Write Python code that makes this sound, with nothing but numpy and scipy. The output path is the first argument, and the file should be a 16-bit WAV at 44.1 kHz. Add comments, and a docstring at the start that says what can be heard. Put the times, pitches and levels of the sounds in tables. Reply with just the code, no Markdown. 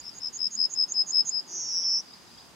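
"""A soft outdoor rush and a thin, distant twitter are there from the start: both are shaped noise.
A yellowhammer on a stump sings eight pairs of notes, each a high trill ending in an upward flick, then a
lower throbbing note; both are wavering tones. Their echoes from the perch and leaves follow at once.
The low rush swells briefly here and there, and faint gliding tones chirp from about 1.3 s on.
From about 1.5 to 2 s the song ends in a rough, falling buzz of three fluttering tones."""
import sys
import numpy as np
from scipy import signal
from scipy.fft import rfft, irfft
from scipy.io import wavfile
from scipy.ndimage import map_coordinates

SR = 44100
rng = np.random.default_rng(int(sys.argv[2]) if len(sys.argv) > 2 else 0)


def file_out(sig):
    """Save sig as 16-bit WAV at sys.argv[1]."""
    # one column per channel
    cols = np.atleast_2d(sig).T
    # limit, then scale
    lim = np.clip(cols, -1, 1)
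    pcm = np.round(lim * 32767).astype(np.int16)
    wavfile.write(sys.argv[1], SR, pcm)


N = 112454
T = np.arange(N) / SR  # time of every sample, s
BIN_HZ = np.arange(N // 2 + 1) * SR / N + 1e-9  # frequencies of the spectrum; never quite zero


def undb(db):
    """Turn decibels into a gain."""
    return 10 ** (np.asarray(db) / 20)


def unit(x):
    """Scale to an average strength (rms) of 1."""
    return x / np.sqrt(np.mean(x ** 2))


def noise(gain):
    """Noise of rms 1 whose spectrum follows gain(Hz)."""
    spectrum = rfft(rng.standard_normal(N))
    return unit(irfft(spectrum * gain(BIN_HZ), N))


def band(hz, width_hz):
    """Bell-shaped band of noise of rms 1; centred on zero it is a random wander."""
    return noise(lambda f: np.exp(-.5 * ((f - hz) / width_hz) ** 2))


def colour(points, hz):
    """Gain from a table of frequency and dB, joined by straight lines over log frequency."""
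    f, db = np.array(points).T
    return undb(np.interp(np.log(hz), np.log(f), db))


def curve(rows, axis=1):
    """One column of a table, joined by straight lines in time."""
    rows = np.array(rows)
    return np.interp(T, rows[:, 0], rows[:, axis])


def turn(hz):
    """Running phase, in radians, of a steady or changing frequency."""
    return 2 * np.pi * np.cumsum(hz + np.zeros(N)) / SR


def gate(start, end, edge_s):
    """On between two times, with soft edges."""
    opening = 1 + np.tanh((T - start) / edge_s)
    closing = 1 + np.tanh((end - T) / edge_s)
    return opening * closing / 4


def pan(x, db):
    """Place a sound in stereo, the left louder than the right by db."""
    return x * unit(undb(np.array([[db], [-db]]) / 2))


def air():
    """Soft outdoor rush: noise, wide in the treble, whose bass, middle and treble drift in level."""
    # colour of the rush before it is scaled to rms 1: f/Hz, level per Hz/dB
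    air_colour = [(20, -37.5), (55, -9.5), (100, -13.5), (150, -7.5), (230, -7.5), (370, -10), (450, -13),
                  (620, -14.5), (880, -10), (1300, -15), (2300, -19.5), (4300, -19), (6500, -20),
                  (8000, -25.5), (11000, -29.5), (15500, -37)]
    # left-right difference against the common part: f/Hz, side minus mid/dB
    air_width = [(50, -4.5), (200, -3), (600, -6.5), (1500, -3), (5000, -2.5), (14000, -2)]
    # gain of each range: t/s, bass/dB, middle/dB, treble/dB
    air_levels = [(0, -50.5, -56.5, -53.5), (.35, -57, -55, -55), (.47, -51, -59.5, -56.5),
                  (.66, -65, -55, -57), (.75, -65, -55, -56.5), (1.05, -77, -53.5, -56.5),
                  (1.53, -70.5, -54, -55), (1.85, -66.5, -53.5, -54.5), (2.1, -59.5, -55, -55),
                  (2.35, -52.5, -55.5, -54), (2.55, -56, -55, -55)]
    mid = rfft(noise(lambda f: colour(air_colour, f)))
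    side = rfft(noise(lambda f: colour(air_colour, f)))
    both = mid + np.array([[1], [-1]]) * side * colour(air_width, BIN_HZ)
    bass = 1 / (1 + (BIN_HZ / 110) ** 4)
    below_treble = 1 / (1 + (BIN_HZ / 1400) ** 4)
    shares = bass, below_treble - bass, 1 - below_treble
    return sum(irfft(both * share, N) * undb(curve(air_levels, axis=column))
               for column, share in enumerate(shares, start=1))


def far_birds():
    """A thin, flickering twitter of narrow noise, and faint rising chirps blurred by distance."""
    # distant twitter: t/s, level/dB
    twitter_levels = [(0, -54), (.8, -57.5), (1.43, -54), (1.9, -51), (2.04, -57.5), (2.13, -51.5),
                      (2.25, -64), (2.4, -54), (2.55, -69)]
    # distant chirps: t/s, length/s, first f/Hz, last f/Hz, level/dB
    chirp_table = [(1.256, 0.032, 3150, 3900, -59.5), (1.833, 0.019, 3120, 3900, -50.5),
                   (2.122, 0.051, 3660, 4600, -58), (2.287, 0.042, 3800, 4550, -60),
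                   (2.31, 0.0164, 3180, 3680, -59), (2.38, 0.033, 3200, 4460, -55.5),
                   (2.414, 0.017, 3190, 3700, -57)]
    flicker_db = 2.5 * band(0, 37)
    two_ears = np.array([band(4907, 180) for _ in range(2)])
    twitter = undb(curve(twitter_levels) + flicker_db) * two_ears
    blur = 1 + .5 * band(0, 71)
    chirps = 0
    for start, length, from_hz, to_hz, db in chirp_table:
        hz = np.interp(T, [start, start + length], [from_hz, to_hz])
        chirps = chirps + undb(db) * np.sin(turn(hz)) * blur * gate(start, start + length, .005)
    return chirps + twitter


def whistle(hz, waver_hz, loud, throat_hz):
    """A wavering tone with a trace of its octave, passed through a throat resonance tuned to its pitch."""
    octave_db = -56
    offset_hz = np.fft.fftfreq(N, 1 / SR)  # distance from the pitch
    throat = 1 / np.sqrt(1 + (offset_hz / throat_hz) ** 6)
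    # a complex number for each moment holds both the loudness and the waver
    shape = np.fft.ifft(np.fft.fft(loud * np.exp(1j * turn(waver_hz))) * throat)
    phase = turn(hz) + np.angle(shape)
    tone = np.sin(phase) + undb(octave_db) * np.sin(2 * phase)
    return np.sqrt(2) * np.abs(shape) * tone


def high_notes():
    """Fast, wide trills of pitch and loudness that slow, swell and end in a loud upward flick."""
    # high lead-ins: flick t/s, length/s, f/Hz, trill level/dB, flick level/dB
    high_table = [(.003, .04, 6550, -57, -35.5), (0.186, 0.045, 6580, -43.5, -36.5),
                  (0.372, 0.043, 6620, -33.5, -34.5), (.554, 0.045, 6670, -34.5, -27.5),
                  (0.74, 0.043, 6634, -34, -27), (0.923, 0.04, 6505, -36, -21.5),
                  (1.109, 0.044, 6656, -31, -25), (1.295, 0.043, 6650, -29, -21)]
    trill_rate_hz, slows_hz_per_s, swing_hz, trill_depth = 183, 1500, 300, 0.54
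    swell_db = 8  # the trill starts this far down
    flick_s, flick_mid_hz, flick_hz_per_s = 0.0027, 6860, 130000
    wander_hz = 70 * band(0, 500)
    drift = 0.012 * band(0, 60)
    out = 0
    for end, length, hz, trill_db, flick_db in high_table:
        age = T - end  # time since the middle of the flick
        rate_hz = trill_rate_hz - slows_hz_per_s * np.clip(age, -length, 0)
        cycle = turn(rate_hz * (1 + drift))
        trill_hz = swing_hz * np.sin(cycle) + wander_hz
        flick_hz = flick_mid_hz - hz + flick_hz_per_s * np.clip(age, -flick_s, flick_s)
        into_flick = gate(end - 2.6 * flick_s, T[-1], 0.00092)
        waver_hz = trill_hz + into_flick * (flick_hz - trill_hz)
        swell = undb(trill_db - swell_db * np.clip(-age / length, 0, 1) ** 2)
        trill = swell * (1 + trill_depth * np.cos(cycle)) / (1 + trill_depth / 2)
        flick = undb(flick_db) * np.exp(-(age / flick_s) ** 2)
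        loud = trill * gate(end - length, end - flick_s, 0.0053) + flick
        soft_start = gate(0.00096, T[-1], 0.0008)
        out = out + whistle(hz, waver_hz, loud * soft_start, throat_hz=456)
    return pan(out, -4)


def echo(x, lag_s, db):
    """One late, weaker copy."""
    return undb(db) * map_coordinates(x, [(T - lag_s) * SR])


def near_reflections(centre):
    """Single echoes from the perch and branches reach each ear at slightly different times."""
    # echoes: left delay/s, left level/dB, right delay/s, right level/dB
    reflection_table = [(.0011, -13.5, .0017, -17.5), (.0043, -9.5, .0034, -5.5),
                        (.0082, -20.5, .0074, -13)]
    return sum(np.array([echo(centre, left_s, left_db), echo(centre, right_s, right_db)])
               for left_s, left_db, right_s, right_db in reflection_table)


def scatter(x, db, t60_s):
    """Diffuse echo from foliage: a fading noise tail, different at each ear, 60 dB down after t60_s."""
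    tail = rng.standard_normal((2, N)) * undb(-60 * T / t60_s) * (T > .003)
    tail = unit(tail) / np.sqrt(N)
    return undb(db) * signal.fftconvolve(x[None], tail, axes=1)[:, :N]


def low_notes():
    """Swelling notes that throb in loudness and slide upward in each throb, closed by a snap."""
    # low notes: t/s, length/s, last strong throb t/s, f/Hz, slide within a throb/Hz, throb depth (0-1),
    # level/dB, closing snap level/dB, left minus right/dB
    low_table = [(.023, 0.075, .094, 5250, 204, 0.86, -36, -65, 7),
                 (0.198, 0.088, .285, 5206, 170, 1, -27.5, -82, 10),
                 (.380, 0.097, .469, 5154, 127, 1, -21.5, -43, 11.5),
                 (0.563, .097, .654, 5120, 115.4, 0.97, -18.5, -53.5, 10),
                 (0.749, 0.095, .838, 5143, 111, 0.62, -20.5, -46, 8),
                 (0.936, 0.09, 1.019, 5123, 91.3, 0.56, -19.5, -57.5, 5.5),
                 (1.116, 0.1, 1.207, 5138, 85, 0.66, -17.5, -53.5, 8),
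                 (1.303, 0.1, 1.393, 5090, 70, 0.62, -24, -46, 5.5)]
    throb_rate_hz, quickens_hz_per_s, throb_shape = 77, 5, 0.94  # later notes throb faster
    swell_s, swell_db, release_s = 0.058, 21.5, 0.0022
    snap_s = .002
    wander_hz = 28 * band(0, 250)
    crackle = band(5900, 1200)
    uneven = undb(0.55 * band(0, 50))
    out = 0
    for start, length, last, hz, slide_hz, depth, db, snap_db, pan_db in low_table:
        age = T - start
        cycle = 2 * np.pi * (throb_rate_hz + quickens_hz_per_s * start) * (T - last)
        throb = 1 - depth * np.abs(np.sin(cycle / 2)) ** (2 * throb_shape)
        swell = undb(db - swell_db * np.clip(1 - age / swell_s, 0, 1) ** 2)
        loud = throb * swell * gate(start, start + length, release_s) * uneven
        tone = whistle(hz, wander_hz + slide_hz * np.sin(cycle), loud, throat_hz=480)
        # the snap peaks 3.4 ms before the note's end
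        snap = undb(snap_db) * np.exp(-((age - length + 0.0034) / snap_s) ** 2) * crackle
        out = out + pan(tone + snap, pan_db)
    return out


def swells():
    """The low rush rises briefly here and there: short bumps of narrow noise."""
    # swells: middle t/s, half-length/s, f/Hz, width/Hz, level/dB
    swell_table = [(0.461, 0.069, 204, 29.6, -60.5), (0.586, 0.039, 230, 30.2, -56.5),
                   (1.22, 0.032, 221, 71.5, -57.5), (1.54, 0.073, 350, 45.3, -58),
                   (2.163, 0.025, 201, 35, -60)]
    return sum(undb(db) * np.exp(-((T - at) / length) ** 2) * band(hz, width_hz)
               for at, length, hz, width_hz, db in swell_table)


def buzz():
    """Three rough strands share one fast flutter and beat together; the weight sinks from top to lowest."""
    # the strands of the buzz, each: t/s, f/Hz, level/dB
    low_strand = [(1.49, 5500, -60), (1.559, 5524, -46.5), (1.641, 5593, -40), (1.71, 5510, -33.5),
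                  (1.78, 5463, -27.5), (1.814, 5394, -35), (1.858, 5355, -29), (1.97, 5328, -27.5),
                  (2.003, 5440, -37), (2.018, 5390, -74)]
    mid_strand = [(1.48, 5920, -58), (1.52, 5870, -44.5), (1.58, 5920, -37), (1.649, 5920, -41.5),
                  (1.73, 5870, -36.5), (1.84, 5840, -38.5), (1.97, 5700, -36.5), (2.003, 5840, -38.5),
                  (2.017, 5860, -61)]
    top_strand = [(1.462, 6580, -68), (1.48, 6610, -50.5), (1.551, 6446, -38.5), (1.61, 6410, -37),
                  (1.68, 6540, -46.5), (1.78, 6280, -63), (1.99, 6300, -62), (2.015, 6400, -61)]
    # pitch waver of the low, middle and top strand: swing/Hz, roughness/Hz, slow blur/Hz
    flutter_table = [(136, 78, 25.2), (140, 78, 55), (190, 127, 52.6)]
    rate_hz, jitter, depth, rasp_db = 174, 0.036, 0.4, -14
    cycle = turn(rate_hz * (1 + jitter * band(0, 83)))
    strands = low_strand, mid_strand, top_strand
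    out = 0
    for strand, (swing_hz, rough_hz, blur_hz) in zip(strands, flutter_table):
        waver_hz = swing_hz * np.sin(cycle) + rough_hz * band(242, 126) + blur_hz * band(0, 98)
        rasp = undb(rasp_db) * band(480, 170)
        flutter = 1 + depth * np.cos(cycle) + rasp
        loud = flutter * undb(curve(strand, axis=2)) * gate(strand[0][0], strand[-1][0], .003)
        out = out + whistle(curve(strand), waver_hz, loud, throat_hz=450)
    return pan(out, -.5)


def scene():
    """The song, its reflections and the countryside behind it."""
    background = air() + far_birds() + swells()
    song = high_notes() + low_notes() + buzz()
    centre = song.mean(axis=0)
    leaves = scatter(centre, db=-9, t60_s=0.056)
    trees = scatter(centre, db=-26.5, t60_s=0.74)
    return song + near_reflections(centre) + leaves + trees + background


def record(dry):
    """A steep low-pass filter cuts off the top of the treble."""
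    top_hz = 15750
    return signal.sosfilt(signal.ellip(10, .1, 80, top_hz, fs=SR, output="sos"), dry)


dry = scene()
out = record(dry)
file_out(out)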